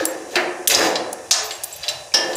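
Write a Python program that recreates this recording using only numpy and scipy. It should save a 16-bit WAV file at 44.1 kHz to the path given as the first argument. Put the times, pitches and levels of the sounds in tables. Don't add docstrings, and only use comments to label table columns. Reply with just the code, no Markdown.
import sys
import numpy as np
from scipy import signal
from scipy.fft import rfft, irfft
from scipy.io import wavfile
from scipy.ndimage import uniform_filter1d, minimum_filter1d

SR = 44100
rng = np.random.default_rng(int(sys.argv[2]) if len(sys.argv) > 2 else 0)


def magnitude_from_level(level_db):
    exponent = np.asarray(level_db, float) / 20
    return 10 ** exponent


def unload_audio(sound):
    columns = np.transpose(np.atleast_2d(sound))
    steps = np.round(np.clip(columns, -1, 1) * 32767)
    wavfile.write(sys.argv[1], SR, steps.astype(np.int16))


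N = 104296

# f/Hz, level/dB
AIR_COLOUR = [(30, -19.5), (250, -21), (600, -0.5), (1300, -18.5), (3200, -49), (5500, -7.5), (10500, -14),
              (12500, -33)]
# t/s, level/dB
GRIP_PRESSURE = [(0.0, -45.5), (0.08, -64), (0.51, -54.5), (0.59, -73), (0.74, -41), (0.87, -48),
                 (0.89, -61), (1.07, -51), (1.14, -61), (1.29, -47), (1.32, -55.5), (1.75, -56.5),
                 (1.81, -42.5), (1.85, -68), (1.96, -50), (2.21, -61), (2.27, -60), (2.36, -62)]
# f/Hz, time to fall 60 dB/s
ROOM_DECAY = [(150, 0.82), (500, 0.91), (2000, 0.59), (5000, 0.44), (9000, 0.43), (15000, 0.2)]
# t/s, f/Hz, level/dB, time to fall 60 dB/s
LATE_HUMS = [
    (1.4, 430, -36, .7),
    (1.5, 350, -41, .5),
    (1.85, 605, -36, .7),
    (1.98, 604, -37, .6),
    (2.2, 600, -29, .4),
    (2.25, 520, -29, .8),
    (2.25, 351, -32, .8),
]
# t/s, f/Hz, level/dB, time to fall 60 dB/s
DOOR_HUM = [(0, 520, -24, .4), (.02, 318, -23, .6), (.1, 528, -27, .35), (.36, 358, -25, .45),
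            (.365, 655, -29, .25), (.395, 615, -30, .3), (.44, 495, -29, .25), (.47, 358, -23, .25),
            (.59, 356, -29, .5), (.8, 270, -26, .3), (.85, 316, -27, .4), (2.15, 520, -31, .5),
            (2.15, 350, -31, .5), (2.17, 640, -31, .3)]
# f/Hz, width/Hz, level/dB
PANEL_MODES = [(194, 110, -21.5), (334.5, 39, -2.5), (353.5, 15, -0.5), (446, 53, -4.5), (499.3, 13.3, 2),
               (531.6, 55, 1.5), (597, 82, 0), (684, 84, 0.5), (757.5, 25.3, -3), (828, 76, -3.5),
               (1038, 258, 0), (1484, 750, 0.5), (1735, 210, 1), (2400, 890, -8)]
# t/s, level/dB, how far the whole leaf joins in/dB
DOOR_SHAKE = [(0, -32, -1), (.05, -32.5, -6.5), (.3, -49.5, 11), (.36, -29, -2.5), (.5, -34, -4.5),
              (.55, -38.5, -21), (.62, -43.5, 1), (.67, -32.5, 1), (.75, -15, -3.5), (.85, -26, -1.5),
              (1.0, -35.5, 3), (1.28, -49.5, -11.5), (1.39, -35, -18), (1.75, -52, -9.5),
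              (1.9, -34.5, -16.5), (2.13, -67, 7.5), (2.15, -28.5, -2.5), (2.36, -37, 4)]
# t/s, level/dB
DOOR_THUDS = [
    (0, -24),
    (.3565, -18),
    (1.311, -20.5),
    (2.14, -25.5),
]
# f/Hz, level/dB, time to fall 60 dB/s
LOCK_PARTS = [(4680, -24, .15), (7060, -26, .1), (7465, -20, .2), (7555, -10, .25), (7750, -22, .1),
              (9770, -24, .12), (10950, -22, .2), (12450, -19, .12), (12690, -17, .3), (14300, -23, .1),
              (15250, -14, .15)]
# f/Hz, level/dB
TICK_COLOUR = [(2000, -14), (5000, -1.5), (7000, 4.5), (10500, 10.5), (13000, -11), (15500, 6)]
# t/s, tick level/dB, ring level/dB, centre of the ringing parts f/Hz, time until damped/s
LOCK_CLINKS = [(0.0537, -2.5, -14, 9200, 0.066), (0.3575, -23.5, -33, 17500, .07),
               (0.6737, -2.5, -14, 8000, .15), (1.129, -13.5, -33, 4700, .05),
               (1.429, -37, -41, 12500, .03), (1.441, -50, -35, 15000, .04), (1.452, -42, -30, 12700, .03),
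               (1.458, -40, -29, 7600, 0.01), (1.49, -55, -37, 15200, .07), (1.519, -49, -28, 8800, 0.025),
               (1.552, -36, -34, 9000, .015), (1.572, -55, -42, 15000, .04),
               (1.636, -12, -33, 14800, 0.049), (1.641, -14, -22, 13500, 0.085),
               (1.726, -29, -26, 7940, .02), (1.735, -50, -33, 14900, .045), (1.762, -29, -36, 11800, .025),
               (1.89, -30, -24, 7600, .006), (2.18, -55, -42, 13500, 0.039), (2.31, -55, -54, 12500, 0.033),
               (2.354, -26, -19.5, 9300, .05)]
# t/s, f/Hz, level/dB, time to fall 60 dB/s
HASP_TONES = [(0, 1710, -38, .5), (1.33, 1740, -32, .5), (1.832, 4720, -29, .12), (1.832, 3970, -30, .1),
              (1.845, 3400, -33, .12), (1.881, 3970, -24, .15), (1.885, 5490, -27, .1),
              (2.139, 5600, -23, .25), (2.14, 3190, -26, .45), (2.14, 2820, -28, .4),
              (2.141, 4650, -29, .2), (2.142, 1760, -25, .6), (2.19, 1775, -28, .6)]
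# t/s, level/dB
DRAG_LEVEL = [(0, -37.5), (.27, -52), (.32, -40.5), (.36, -39.5), (.55, -58), (.66, -51), (.69, -50),
              (.7, -13.5), (.77, -16), (.82, -26), (.88, -28), (.93, -42), (1.05, -63), (1.2, -50),
              (1.3, -50), (1.9, -38.5), (2.1, -51), (2.36, -37)]
# f/Hz, level/dB, time to fall 60 dB/s
BOLT_MODES = [(1770, -11, .4), (2620, -10, .09), (2850, -9, .1), (3190, -9, .25), (3410, -10, .12),
              (3970, -8, .1), (4320, -13, .08), (4670, -8, .1), (4850, -10, .1), (5125, -9, .08),
              (5400, -8, .09), (5970, -8, .09), (6660, -11, .09), (7100, -13, .1)]
# t/s, level/dB, centre of its colour f/Hz, breadth/octaves, time to fall 60 dB/s
BOLT_KNOCKS = [(0, -32.5, 4150, 0.46, 0.39), (0.3556, -15.5, 3000, 0.94, 0.14),
               (0.366, -17.5, 1830, 0.48, 0.49), (0.674, -0.5, 4000, 5.3, 0.015),
               (0.679, -8, 6500, 2.3, 0.019), (0.6769, -1, 9800, 0.54, 0.073),
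               (0.698, -13, 4000, 2.2, 0.09), (0.707, -15, 2180, 0.69, 0.11), (0.715, -6, 5900, .12, 0.037),
               (0.725, -30, 5000, .8, 0.071), (0.74, -4, 3850, 0.2, 0.037), (.747, -2.5, 6000, 0.47, 0.062),
               (0.749, -5, 5010, 0.069, 0.11), (0.777, -24.5, 5330, 0.6, 0.072),
               (.806, -17.5, 1760, 0.39, 0.3), (0.955, -20, 3660, 0.82, 0.12),
               (0.958, -17, 4700, 0.15, 0.072), (1.309, -18, 4100, 1.4, 0.058),
               (1.31, -3.5, 4500, 1.05, 0.05), (1.313, -5, 5300, 0.44, 0.23),
               (1.32, -13.5, 5900, 0.47, 0.12), (1.335, -25, 1450, 1.24, 0.64),
               (1.508, -25.5, 3130, 1, 0.15), (1.832, -30.5, 4270, 0.43, 0.063),
               (1.837, -27, 2660, 1.14, 0.15), (1.844, -38, 3400, 0.4, 0.1),
               (1.881, -17, 3800, 0.53, 0.065), (1.886, -21, 4370, 1.2, 0.044),
               (1.892, -21.5, 4540, 1.2, 0.034), (1.899, -29, 3850, 0.91, 0.13),
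               (2.12, -35, 2300, 0.18, 0.063), (2.1391, -8, 5350, 0.11, 0.26),
               (2.1383, -19, 3160, 0.94, 0.37), (2.142, -16, 5500, 0.9, 0.087),
               (2.331, -28.5, 4120, 0.68, 0.12)]

RISE_S, SPREAD_DB = 0.001, 4
BOLT_BLUR_HZ, LOCK_BLUR_HZ = 35, 18
LEAF_HZ = 570


def evened(x):
    return x / np.sqrt(np.mean(x ** 2) + 1e-20)


def read(points, hz):
    f, value = np.transpose(points)
    return np.interp(np.log(hz + 1), np.log(f + 1), value)


def level(points, column=1):
    rows = np.transpose(points)
    return magnitude_from_level(np.interp(np.arange(N) / SR, rows[0], rows[column]))


def add(mix, s, sound):
    part = mix[round(s * SR):][:len(sound)]
    part += sound[:len(part)]


def high_pass(x, hz, order=2):
    return signal.sosfilt(signal.butter(order, hz, "high", fs=SR, output="sos"), x)


def bump_db(hz, centre_hz, octaves):
    distance = np.log2((hz + 1) / centre_hz) / octaves
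    return np.maximum(-6 * distance ** 2, -45)


def coloured(db_of, size):
    spectrum = rfft(rng.standard_normal(size))
    return evened(irfft(spectrum * magnitude_from_level(db_of(np.fft.rfftfreq(size, 1 / SR))), size))


def burst(db_of, t60, size=4096):
    t = np.arange(size) / SR
    return coloured(db_of, size) * np.minimum(2 * t / RISE_S, 1) * magnitude_from_level(-60 * t / t60)


def clicks(per_s, spread_db):
    size = magnitude_from_level(spread_db * np.minimum(rng.exponential(1, N), 4)) * rng.choice([-1., 1.], N)
    return evened(size * (rng.random(N) < per_s / SR))


def ring(modes, extra_db, blur_hz, longest_s, size=8192):
    hz, db, t60 = np.transpose(modes)[:, :, None]
    t = np.arange(size) / SR
    chance = rng.standard_normal((len(hz), 4))
    waves = sum(np.sin(2 * np.pi * (hz + blur_hz * chance[:, k:k + 1]) * t) for k in range(3))
    start_db = db + extra_db(hz) + SPREAD_DB * chance[:, 3:]
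    fading = magnitude_from_level(start_db - 60 * t / np.minimum(t60, longest_s))
    return (fading * waves).sum(0) * np.minimum(t / RISE_S, 1)


def singles(rows, blur_hz, rise_s):
    out, t = np.zeros(N), np.arange(16384) / SR
    for s, hz, db, t60 in rows:
        off = blur_hz * rng.standard_normal((2, 1))
        neighbours = np.sin(2 * np.pi * (hz + off) * t).sum(0)
        trio = np.sin(2 * np.pi * hz * t) + 0.45 * neighbours
        add(out, s, magnitude_from_level(db - 60 * t / t60) * trio * np.minimum(t / rise_s, 1))
    return out


def air():
    return magnitude_from_level(-44.5) * coloured(lambda f: read(AIR_COLOUR, f), N)


def grip():
    lumps = coloured(lambda f: -20 * np.log10(1 + (f / 12) ** 2), N)
    rumble = coloured(lambda f: bump_db(f, centre_hz=95, octaves=0.6), N)
    return level(GRIP_PRESSURE) * magnitude_from_level(3 * lumps - 2) * rumble


def room(x):
    taps = np.zeros(SR)
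    at = np.arange(200, SR - 20, 20)
    taps[at + rng.integers(0, 20, len(at))] = rng.choice([-1., 1.], len(at))
    hz, t, z = signal.stft(taps, SR, nperseg=256)
    fading = magnitude_from_level(-60 * t / read(ROOM_DECAY, hz)[:, None])
    tail = signal.istft(z * fading, SR, nperseg=256)[1]
    return signal.fftconvolve(x, tail / np.linalg.norm(tail))[:N]


def sway():
    return singles(LATE_HUMS, blur_hz=8.1, rise_s=0.029)


def hum():
    return singles(DOOR_HUM, blur_hz=11.8, rise_s=0.012)


def door():
    t = np.arange(8192) / SR
    modes = []
    for k, (hz, width, db) in enumerate(PANEL_MODES):
        fading = magnitude_from_level(db) * np.sqrt(width) * np.exp(-np.pi * width * t)
        modes.append(fading * np.sin(2 * np.pi * hz * t) * (-1) ** k)
    modes = np.array(modes)
    modes = modes / np.linalg.norm(modes.sum(0))
    low = np.array(PANEL_MODES)[:, 0] < LEAF_HZ

    hiss_share = 0.75
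    rattle = np.sqrt(1 - hiss_share ** 2) * clicks(per_s=500, spread_db=1.0)
    drive = level(DOOR_SHAKE) * (hiss_share * rng.standard_normal(N) + rattle)
    for s, db in DOOR_THUDS:
        add(drive, s, magnitude_from_level(db + 10.5) * burst(np.zeros_like, 0.026))

    leaf = signal.oaconvolve(drive * level(DOOR_SHAKE, column=2), modes[low].sum(0))
    panel = signal.oaconvolve(drive, high_pass(modes[~low].sum(0), 0.55 * LEAF_HZ))
    return (leaf + panel)[:N]


def lock():
    out, t = np.zeros(N), np.arange(8192) / SR
    for s, tick_db, ring_db, hz, free_s in LOCK_CLINKS:
        add(out, s, magnitude_from_level(tick_db) * burst(lambda f: read(TICK_COLOUR, f), t60=0.02))
        parts = ring(LOCK_PARTS, lambda f: bump_db(f, hz, octaves=0.38), LOCK_BLUR_HZ, longest_s=1)
        damping_db = 1100 * np.maximum(t - free_s, 0)
        add(out, s, magnitude_from_level(ring_db - damping_db) * parts)
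    return out


def hasp():
    return singles(HASP_TONES, blur_hz=40, rise_s=0.003)


def drag():
    colour = lambda f: bump_db(f, centre_hz=4540, octaves=1.33)
    scrape = np.zeros(N)
    for _ in range(5):
        catch = burst(colour, 0.013, size=2048)
        catch = catch + magnitude_from_level(-3.5) * ring(BOLT_MODES, colour, BOLT_BLUR_HZ, 0.021, size=2048)
        scrape += signal.oaconvolve(clicks(per_s=0.27 * 560, spread_db=1.0), catch)[:N]
    return level(DRAG_LEVEL) * evened(scrape)


def bolt():
    out = np.zeros(N)
    for s, db, hz, octaves, t60 in BOLT_KNOCKS:
        colour = lambda f: bump_db(f, hz, octaves)
        add(out, s, magnitude_from_level(db) * burst(colour, 0.6 * t60, size=8192))
        add(out, s, magnitude_from_level(db - 7) * ring(BOLT_MODES, colour, BOLT_BLUR_HZ, t60))
    return out


def scene():
    steel = high_pass(bolt() + drag() + hasp(), 700)
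    wood, small = door(), lock()
    echoes = room(magnitude_from_level(-7.5) * steel + magnitude_from_level(-18) * small + wood)
    near = high_pass(hum() + steel + small + wood + echoes, 160, order=3)
    return (near + grip() + air() + sway())[None]


def roll_off(x):
    return signal.sosfilt(signal.butter(12, 16430, fs=SR, output="sos"), x)


def record(dry):
    knee_db, squeeze, ahead_s, recover_db_per_s = -9.5, 0.9, 0.0085, 89
    power_db = 10 * np.log10(abs(uniform_filter1d(dry[0] ** 2, 200)) + 1e-12)
    ahead = -minimum_filter1d(-power_db, 2 * round(ahead_s * SR) + 1)
    fall = np.arange(N) * recover_db_per_s / SR
    held_db = np.maximum.accumulate(ahead + fall) - fall
    over_db = np.maximum(held_db - knee_db, 0)
    ducked = dry / magnitude_from_level(squeeze * uniform_filter1d(over_db, 150))
    treble_limit = signal.firwin(255, 15550, window=("kaiser", 9), fs=SR)
    cut = signal.oaconvolve(ducked, treble_limit[None], "same")
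    return roll_off(np.clip(cut, -1, 1))


dry = scene()
out = record(dry)
unload_audio(out)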